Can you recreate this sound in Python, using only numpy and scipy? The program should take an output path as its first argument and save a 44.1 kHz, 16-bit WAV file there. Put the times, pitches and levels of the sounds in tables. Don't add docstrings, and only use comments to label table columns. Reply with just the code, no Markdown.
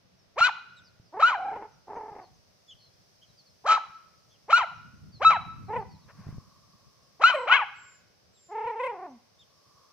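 import sys
import numpy as np
from scipy import signal
from scipy.fft import rfft, irfft
from scipy.io import wavfile
from scipy.ndimage import uniform_filter1d

SR = 44100
rng = np.random.default_rng(int(sys.argv[2]) if len(sys.argv) > 2 else 0)


def put_to_file(sound):
    columns = np.atleast_2d(sound).T
    safe = np.clip(columns, -1, 1)
    whole_steps = np.round(safe * 32767)
    wavfile.write(sys.argv[1], SR, whole_steps.astype(np.int16))


N = 437472
TIME = np.arange(N) / SR
CUTOFF_HZ = 15500
TREMOR_HZ, QUIVER = 31.6, 0.053


def from_db(db):
    return 10 ** (np.asarray(db) / 20)


def rms_one(x):
    return x / np.sqrt(np.mean(x ** 2) + 1e-20)


def ramp(t, length):
    return np.clip(t / length, 0, 1)


def in_time(rows, t):
    s, *columns = np.transpose(rows)
    return [np.interp(t, s, c) for c in columns]


def at_hz(rows, hz):
    points, *columns = np.transpose(rows)
    return [np.interp(np.log(np.maximum(hz, 1)), np.log(points), c) for c in columns]


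def bins_hz(size):
    return np.fft.rfftfreq(size, 1 / SR)


def coloured(x, spectrum):
    size = x.shape[-1]
    gain = from_db(at_hz(spectrum, bins_hz(size))[0])
    return rms_one(irfft(rfft(x) * gain, size))


def wander(rate, size):
    steps = np.arange(size) * rate / SR
    return np.interp(steps, np.arange(4096), rng.standard_normal(4096))


def outdoors(air_db=-68, drone_hz=1110, drone_width_hz=180):
    # frequency_hz, density_db (per Hz)
    air_spectrum = [(30, -31), (70, -15.5), (600, 0.5), (900, -7.5), (5000, -14), (8000, -31.5),
                    (15000, -36)]
    # frequency_hz, density_db (per Hz)
    hiss_spectrum = [(2500, -30), (5100, -3.5), (6000, -6.5), (7000, -20.5), (15000, -24)]
    # time_s, hiss_db, drone_db
    distance = [(0, -74, -92.5), (3.2, -67.5, -89.5), (5.9, -69.5, -83), (6.2, -65.5, -62.5),
                (8.9, -71.5, -100), (9.8, -66.5, -65)]
    hiss_db, drone_db = in_time(distance, TIME)
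    air = from_db(air_db) * coloured(rng.standard_normal((2, N)), air_spectrum)
    hiss = from_db(hiss_db) * coloured(rng.standard_normal((2, N)), hiss_spectrum)
    b, a = signal.iirpeak(drone_hz, drone_hz / drone_width_hz, fs=SR)
    once = signal.lfilter(b, a, rng.standard_normal(N))
    drone = rms_one(signal.lfilter(b, a, once))
    return air + hiss + from_db(drone_db) * drone


def birds(warble_hz=130, octave_db=-17, arch_hz=300, faint_db=-69, faint_hz=5500, count=26):
    # start_s, length_s, start_hz, end_hz, level_db
    bird_notes = [(0.76, 0.045, 3950, 3130, -54.5), (0.832, 0.069, 5750, 3880, -59.5),
                  (2.211, .07, 4900, 3904, -64), (2.677, .068, 3310, 2740, -47),
                  (2.767, 0.14, 4450, 4050, -60), (3.212, .043, 3020, 2890, -55),
                  (3.368, 0.056, 5000, 4000, -56.5), (3.448, .05, 4800, 4050, -62),
                  (4.294, 0.083, 3320, 2700, -65), (5.117, 0.079, 4700, 3940, -54.5),
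                  (5.878, 0.099, 4840, 3910, -63), (7.295, 0.18, 8200, 7600, -62),
                  (7.735, .29, 7620, 7150, -58), (8.324, 0.23, 7620, 7020, -62),
                  (9.383, .06, 3590, 2980, -56)]
    faint_notes = []
    for place, height, drop in rng.random((count, 3)):
        start_hz = faint_hz * (.7 + height / 2)
        end_hz = start_hz - faint_hz * drop / 4
        faint_notes.append((place * (TIME[-1] - .2), .04 + .05 * drop, start_hz, end_hz, faint_db))
    out = np.zeros(N)
    for start_s, length_s, start_hz, end_hz, level_db in [*bird_notes, *faint_notes]:
        u = np.linspace(0, 1, int(length_s * SR))
        swell = np.sin(np.pi * u)
        low = start_hz < 4000
        hz = start_hz + (end_hz - start_hz) * u + low * arch_hz * swell
        phase = 2 * np.pi * np.cumsum(hz + warble_hz * wander(400, len(u))) / SR
        note = np.sin(phase) + low * from_db(octave_db) * np.sin(2 * phase)
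        first = int(start_s * SR)
        out[first:first + len(u)] += from_db(level_db) * swell * note
    return out


def handling(lumpy_db=4, bump_hz=125, bump_t60=0.042):
    # frequency_hz, density_db (per Hz)
    rumble_spectrum = [(30, -19), (100, 3), (190, -1), (900, -52.5)]
    # time_s, level_db
    movement = [(0, -68.5), (1.3, -67), (4.5, -70), (4.75, -54), (5.8, -46), (6.1, -60), (6.35, -44),
                (6.55, -67.5), (9.9, -73)]
    # start_s, level_db (before the doubling below)
    bumps = [(0.407, -42), (0.998, -49), (2.116, -51), (6.268, -35.5), (6.289, -35), (6.326, -39),
             (6.382, -34), (8.655, -50)]
    level_db, = in_time(movement, TIME)
    noise = coloured(rng.standard_normal((2, N)), rumble_spectrum)
    out = noise * from_db(level_db + lumpy_db * wander(40, N))
    t = TIME[:SR // 10]
    for start_s, bump_db in bumps:
        hz = bump_hz * from_db(rng.standard_normal((2, 1)))
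        envelope = 2 * from_db(bump_db - 60 * t / bump_t60) * ramp(t, 0.00077)
        first = int(start_s * SR)
        out[:, first:first + len(t)] += envelope * np.sin(2 * np.pi * hz * t)
    return out


def yard(x, early_db=-16, early_t60=0.064, likeness=0.41, wall_s=.088, wall_db=-23.5):
    # frequency_hz, level_db (before band filtering), t60_s
    yard_tail = [(200, -19, .4), (660, -14.5, 0.34), (1500, -18, 0.89), (3780, -14.5, 0.62),
                 (8000, -19, 0.45)]
    t = TIME[:SR]
    edges = np.geomspace(150, 14000, 13)
    response = np.zeros((2, SR))
    for low, high in zip(edges, edges[1:]):
        level_db, t60 = at_hz(yard_tail, np.sqrt(low * high))
        band = signal.butter(2, [low, high], "band", fs=SR, output="sos")
        mid, side = signal.sosfilt(band, rng.standard_normal((2, SR)))
        noise = np.sqrt((1 + likeness) / 2) * mid + np.sqrt((1 - likeness) / 2) * side * [[1], [-1]]
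        for db, decay in ((level_db, t60), (early_db, early_t60)):
            envelope = from_db(-60 * t / decay) * ramp(t, .012)
            response += from_db(db) * noise * envelope / np.sqrt(np.sum(envelope ** 2))
            noise = noise[:, ::-1]
    smear = np.hanning(13)
    lag = int(wall_s * SR)
    response[:, lag:lag + len(smear)] += from_db(wall_db) * smear / smear.sum()
    return signal.fftconvolve(x[None], response, axes=1)[:, :N]


def at_ports(x):
    # frequency_hz, left_over_right_db, left_lead_rad
    ports = [(1000, -.5, .1), (1400, 2, .7), (1700, 7, .3), (2500, 8, -.4), (3200, 6, -1.7),
             (5200, 0, -1.8)]
    balance_db, lead = at_hz(ports, bins_hz(N))
    sides = np.array([[1], [-1]])
    gains = from_db(sides * balance_db / 2)
    gains = gains / np.sqrt(np.mean(gains ** 2, axis=0))
    return irfft(rfft(x) * gains * np.exp(.5j * sides * lead), N)


def paw():
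    # middle_s, half_length_s (to 1/e), level_db
    scuffs = [(6.1, 0.015, -53.5), (6.256, 0.1054, -60.5)]
    band = signal.butter(3, [400, 2000], "band", fs=SR, output="sos")
    grit = rms_one(signal.sosfilt(band, rng.standard_normal(N)))
    return grit * sum(from_db(db) * np.exp(-((TIME - s) / width) ** 2) for s, width, db in scuffs)


def voice(t, pitch, level_db, bright_db, treble_db, rough, opening, jitter=0.048, shimmer=1.0,
          rasp_db=-5, flicker_db=3, hoarse=0.15, tiring_db=-14):
    # frequency_hz, level_db
    mouth_open = [(280, -30), (650, -9), (1350, -2.5), (1580, -13.5), (1850, -14.5), (2430, -9),
                  (2680, -20), (3100, -15.5), (3550, -28), (4000, -24.5), (4800, -33), (7100, -38.5),
                  (8600, -59.5), (15000, -68.5)]
    # frequency_hz, level_db
    mouth_shut = [(200, -9), (560, -1.5), (930, 3), (1300, -15.5), (1600, -18), (2080, -18.5),
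                  (2700, -30.5), (4700, -59.5), (15000, -59)]
    ring_hz, ring_width_hz, ring_db = 3920, 70, 11.5
    tripling_hz, tripling_span_hz, tripling_share = 1394, 120, 0.53
    open_blur, shut_blur = .18, .07

    size = len(t)
    unsteady = rough * (1 - rough / 2)
    pitch = pitch * (1 + jitter * unsteady * (wander(500, size) + wander(110, size)))
    phase = 2 * np.pi * np.cumsum(pitch) / SR
    high_register = ramp(pitch - 950, 200)
    tripling = tripling_share * np.maximum.accumulate(ramp(pitch - tripling_hz, tripling_span_hz))
    treble_db = treble_db + tiring_db * ramp(t - t[0] - .08, 0.49)
    tone, power = np.zeros(size), 1e-12
    for third in range(2, 60):
        multiple = third / 3
        hz = pitch * multiple
        throat_db = opening * at_hz(mouth_open, hz)[0] + (1 - opening) * at_hz(mouth_shut, hz)[0]
        throat_db += opening * (1 - rough) * ring_db / (1 + ((hz - ring_hz) / ring_width_hz) ** 2)
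        overtone, treble = ramp(hz - 1600, 600), ramp(hz - 3000, 1000)
        tilt_db = overtone * (bright_db + flicker_db * wander(90, size)) + treble * treble_db * opening
        gain = from_db(throat_db + tilt_db) * (hz < CUTOFF_HZ)
        if multiple % 1:
            gain = gain * high_register * np.maximum(rough * np.sqrt(rough), tripling * overtone)
            slip = wander(120, size)
        else:
            blur = opening * open_blur + (1 - opening) * shut_blur
            slip = (rough / 2 + blur * (multiple - 1)) * wander(250, size)
            gain = gain * from_db(-7 * treble * opening * np.clip(4 * rough, 0, 1))
        tone += gain * np.sin(phase * multiple + slip)
        power = power + gain ** 2 / 2

    puffs = rng.standard_normal(size) * (1 + np.cos(phase))
    rasp = opening * coloured(puffs, mouth_open) + (1 - opening) * coloured(puffs, mouth_shut)
    top = signal.sosfiltfilt(signal.butter(2, 3300, "high", fs=SR, output="sos"), rasp)
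    top_gain = 2 * (rough + hoarse) * from_db(bright_db + treble_db * opening)
    rasp = rough * (rasp - top) + top_gain * top
    steady = tone / np.sqrt(power)
    sound = steady * (1 + shimmer * unsteady * wander(250, size)) + from_db(rasp_db) * rasp
    return from_db(level_db) * sound / np.sqrt(uniform_filter1d(sound ** 2, 512) + 1e-9)


def call_span(start, end, fade_s):
    start, end = start - fade_s, end + fade_s
    at = np.arange(int(start * SR), int(end * SR))
    fade = ramp(np.minimum(TIME[at] - start, end - TIME[at]), 2 * fade_s)
    tremor = np.sin(2 * np.pi * TREMOR_HZ * TIME[at] + wander(25, len(at)))
    return at, fade, tremor


def muzzled(span, pitch, level_db, bright_db, rough, sputter_db=3, stagger=0.083, throb_db=2.5,
            brighten_db_per_octave=35):
    at, fade, tremor = span
    lurch = rough * wander(60, len(at))
    pitch, level_db = pitch * (1 + stagger * lurch), level_db + sputter_db * lurch
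    bright_db = bright_db + brighten_db_per_octave * np.log2(pitch / np.median(pitch))
    pitch, level_db = pitch * (1 + QUIVER * tremor), level_db + throb_db * tremor
    out = np.zeros(N)
    out[at] = fade * voice(TIME[at], pitch, level_db, bright_db, 0, np.clip(rough, 0, 1), 0)
    return out


def whine(hum_below_hz=342, hum_span_hz=90.7, bright_db=3, rough=.08):
    # time_s, pitch_hz, level_db
    path = [(8.495, 337.7, -47), (8.517, 406.3, -41), (8.575, 439, -32), (8.649, 440, -34),
            (8.687, 476.8, -30), (8.749, 416, -39.5), (8.801, 481.4, -31.5), (8.857, 527.2, -29),
            (8.969, 352.4, -43.5), (9.049, 372, -38.5), (9.089, 275, -47.5), (9.18, 222.6, -54.5)]
    at, fade, tremor = span = call_span(path[0][0], path[-1][0], fade_s=0.01)
    pitch, level_db = in_time(path, TIME[at])
    thin = 0.98 * ramp(hum_below_hz - pitch, hum_span_hz)
    hum = from_db(level_db) * np.sqrt(2) * np.sin(2 * np.pi * np.cumsum(pitch) / SR)
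    out = muzzled(span, pitch, level_db, bright_db, rough)
    out[at] = np.sqrt(1 - thin) * out[at] + np.sqrt(thin) * fade * hum
    return out


def grumbles(push_db_per_octave=27.5, sag_db_per_s=35, release_share=0.1, release_db=8.5):
    # start_s, rise_s, fall_s, start_hz, crest_hz, end_hz,
    # crest_db, overtone_brightness_db, roughness (0-1)
    calls = [(1.127, 0.044, .014, 299, 421, 416, -34.5, -8, .3),
             (1.365, 0.11, 0.066, 714.4, 800, 747, -31.5, -0.5, .27),
             (1.511, 0.01, 0.15, 395.8, 438, 403.2, -38.5, 1, 0.6),
             (1.876, .11, .135, 378.8, 442, 401, -38.5, -5, .6),
             (2.115, 0.0625, .075, 377.4, 404.2, 378.3, -44, -1, 0.7),
             (5.686, 0.082, .07, 393.5, 486.6, 356.6, -29.5, 0, 0.3),
             (7.342, .04, .095, 626, 513, 477.7, -32, 4, 0.1)]
    out = np.zeros(N)
    for start_s, rise_s, fall_s, start_hz, crest_hz, end_hz, crest_db, bright_db, rough in calls:
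        span = call_span(start_s, start_s + rise_s + fall_s, fade_s=0.0059)
        t = TIME[span[0]] - start_s - rise_s
        pitch = np.interp(t, [-rise_s, 0, fall_s], [start_hz, crest_hz, end_hz])
        push_db = push_db_per_octave * np.log2(pitch / crest_hz)
        level_db = crest_db + push_db - sag_db_per_s * np.maximum(t, 0)
        release = 1 - ramp(fall_s - t, release_share * fall_s)
        out += muzzled(span, pitch, level_db - release_db * release, bright_db, rough)
    return out


def yaps(shut_hz=450, open_hz=640, clear_db=-3, strain_db=9, slack_db=-7, slack_treble_db=-6,
         swoop_treble_db=5, sputter_db=3.0):
    # break_s, swoop_s, break_hz (pitch after the break), top_hz, climb_s, fall_s, end_hz, peak_db,
    # peak_s (after the break), break_roughness (0-1), top_roughness (0-1), overtone_brightness_db, treble_db
    calls = [(0.409, .048, 1338, 1521, 0.061, 0.031, 790, -13.5, 0.017, 0.1, 0.3, 1, 6),
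             (1.225, .046, 1262, 1500, .065, .075, 757, -12, .012, .1, .5, -5, 5.5),
             (3.684, .042, 1276, 1302, 0.08, 0.021, 735, -14, 0.028, 0.4, 0.3, -11.5, 15),
             (4.528, .047, 1315, 1478, 0.051, 0.07, 629, -11, .005, .05, .5, 0.5, 3),
             (5.248, .049, 1301, 1312, 0.058, 0.072, 694.6, -9.5, .021, 0.03, 0.42, -2, 1.5),
             (7.237, 0.04, 1312, 1554, 0.06, 0.047, 1070, -9.5, 0.0027, .1, .45, -0.5, 1.5),
             (7.497, .040, 1262, 1673, 0.062, 0.081, 727, -13, .030, 0.36, 0.48, 2.5, -11)]
    swoop_from_hz, swoop_to_hz, break_length_s = 345, 900.7, .005
    low_register_db, low_register_rough = -25.5, 0.3
    choke_s, choke_db = 0.036, 1.5
    swell_db_per_s, sink_db_per_s = 276, 201.5
    attack_s, release_s, edge_db = 0.022, 0.0078, 23
    fall_fade_db = 3.5
    swoop_ease, climb_ease, fall_ease = 1.15, 1.4, 1.25
    strain_ease, fall_clears = 10, .6

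    out = np.zeros(N)
    for (s, swoop_s, break_hz, top_hz, climb_s, fall_s, end_hz, peak_db, peak_s,
         break_rough, top_rough, bright_db, treble_db) in calls:
        at, fade, tremor = call_span(s - swoop_s, s + climb_s + fall_s, fade_s=.004)
        t = TIME[at] - s
        swoop, broken = ramp(t + swoop_s, swoop_s), ramp(t + break_length_s / 2, break_length_s)
        climb, fall = ramp(t, climb_s), ramp(t - climb_s, fall_s)

        low_hz = swoop_from_hz + (swoop_to_hz - swoop_from_hz) * swoop ** swoop_ease
        climb_ratio = (break_hz / top_hz) ** ((1 - climb) ** climb_ease)
        fall_ratio = (end_hz / top_hz) ** (fall ** fall_ease)
        high_hz = top_hz * climb_ratio * fall_ratio
        pitch = (low_hz + broken * (high_hz - low_hz)) * (1 + QUIVER * fall ** 2 * tremor)
        opening = ramp(pitch - shut_hz, open_hz - shut_hz)

        strain = break_rough + (top_rough - break_rough) * climb ** strain_ease
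        strain = strain * (1 - fall_clears * fall ** 2)
        rough = np.clip((1 - broken) * low_register_rough + broken * strain, 0, 1)
        overtones_db = clear_db + bright_db + strain_db * rough + slack_db * fall
        top_db = treble_db + swoop_treble_db * (1 - broken) + slack_treble_db * fall

        low_db = low_register_db - choke_db * ramp(t + choke_s, choke_s)
        below_peak_db = np.maximum(swell_db_per_s * (peak_s - t), sink_db_per_s * (t - peak_s))
        high_db = np.maximum(peak_db - below_peak_db, low_register_db)
        edges = ramp(t + swoop_s, attack_s) * np.sqrt(ramp(t[-1] - t, release_s))
        level_db = low_db + broken * (high_db - low_db)
        level_db = level_db - edge_db * (1 - edges) - fall_fade_db * fall ** 2
        level_db = level_db + sputter_db * rough * wander(120, len(t))
        out[at] += fade * voice(TIME[at], pitch, level_db, overtones_db, top_db, rough, opening)
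    return out


def scene(bird_wet_db=3):
    song = birds()
    dog = paw() + whine() + grumbles() + yaps()
    ringing = yard(dog + from_db(bird_wet_db) * song)
    return outdoors() + song + handling() + ringing + at_ports(dog)


def record(dry):
    return signal.sosfilt(signal.ellip(10, .1, 80, CUTOFF_HZ, fs=SR, output="sos"), dry)


dry = scene()
out = record(dry)
put_to_file(out)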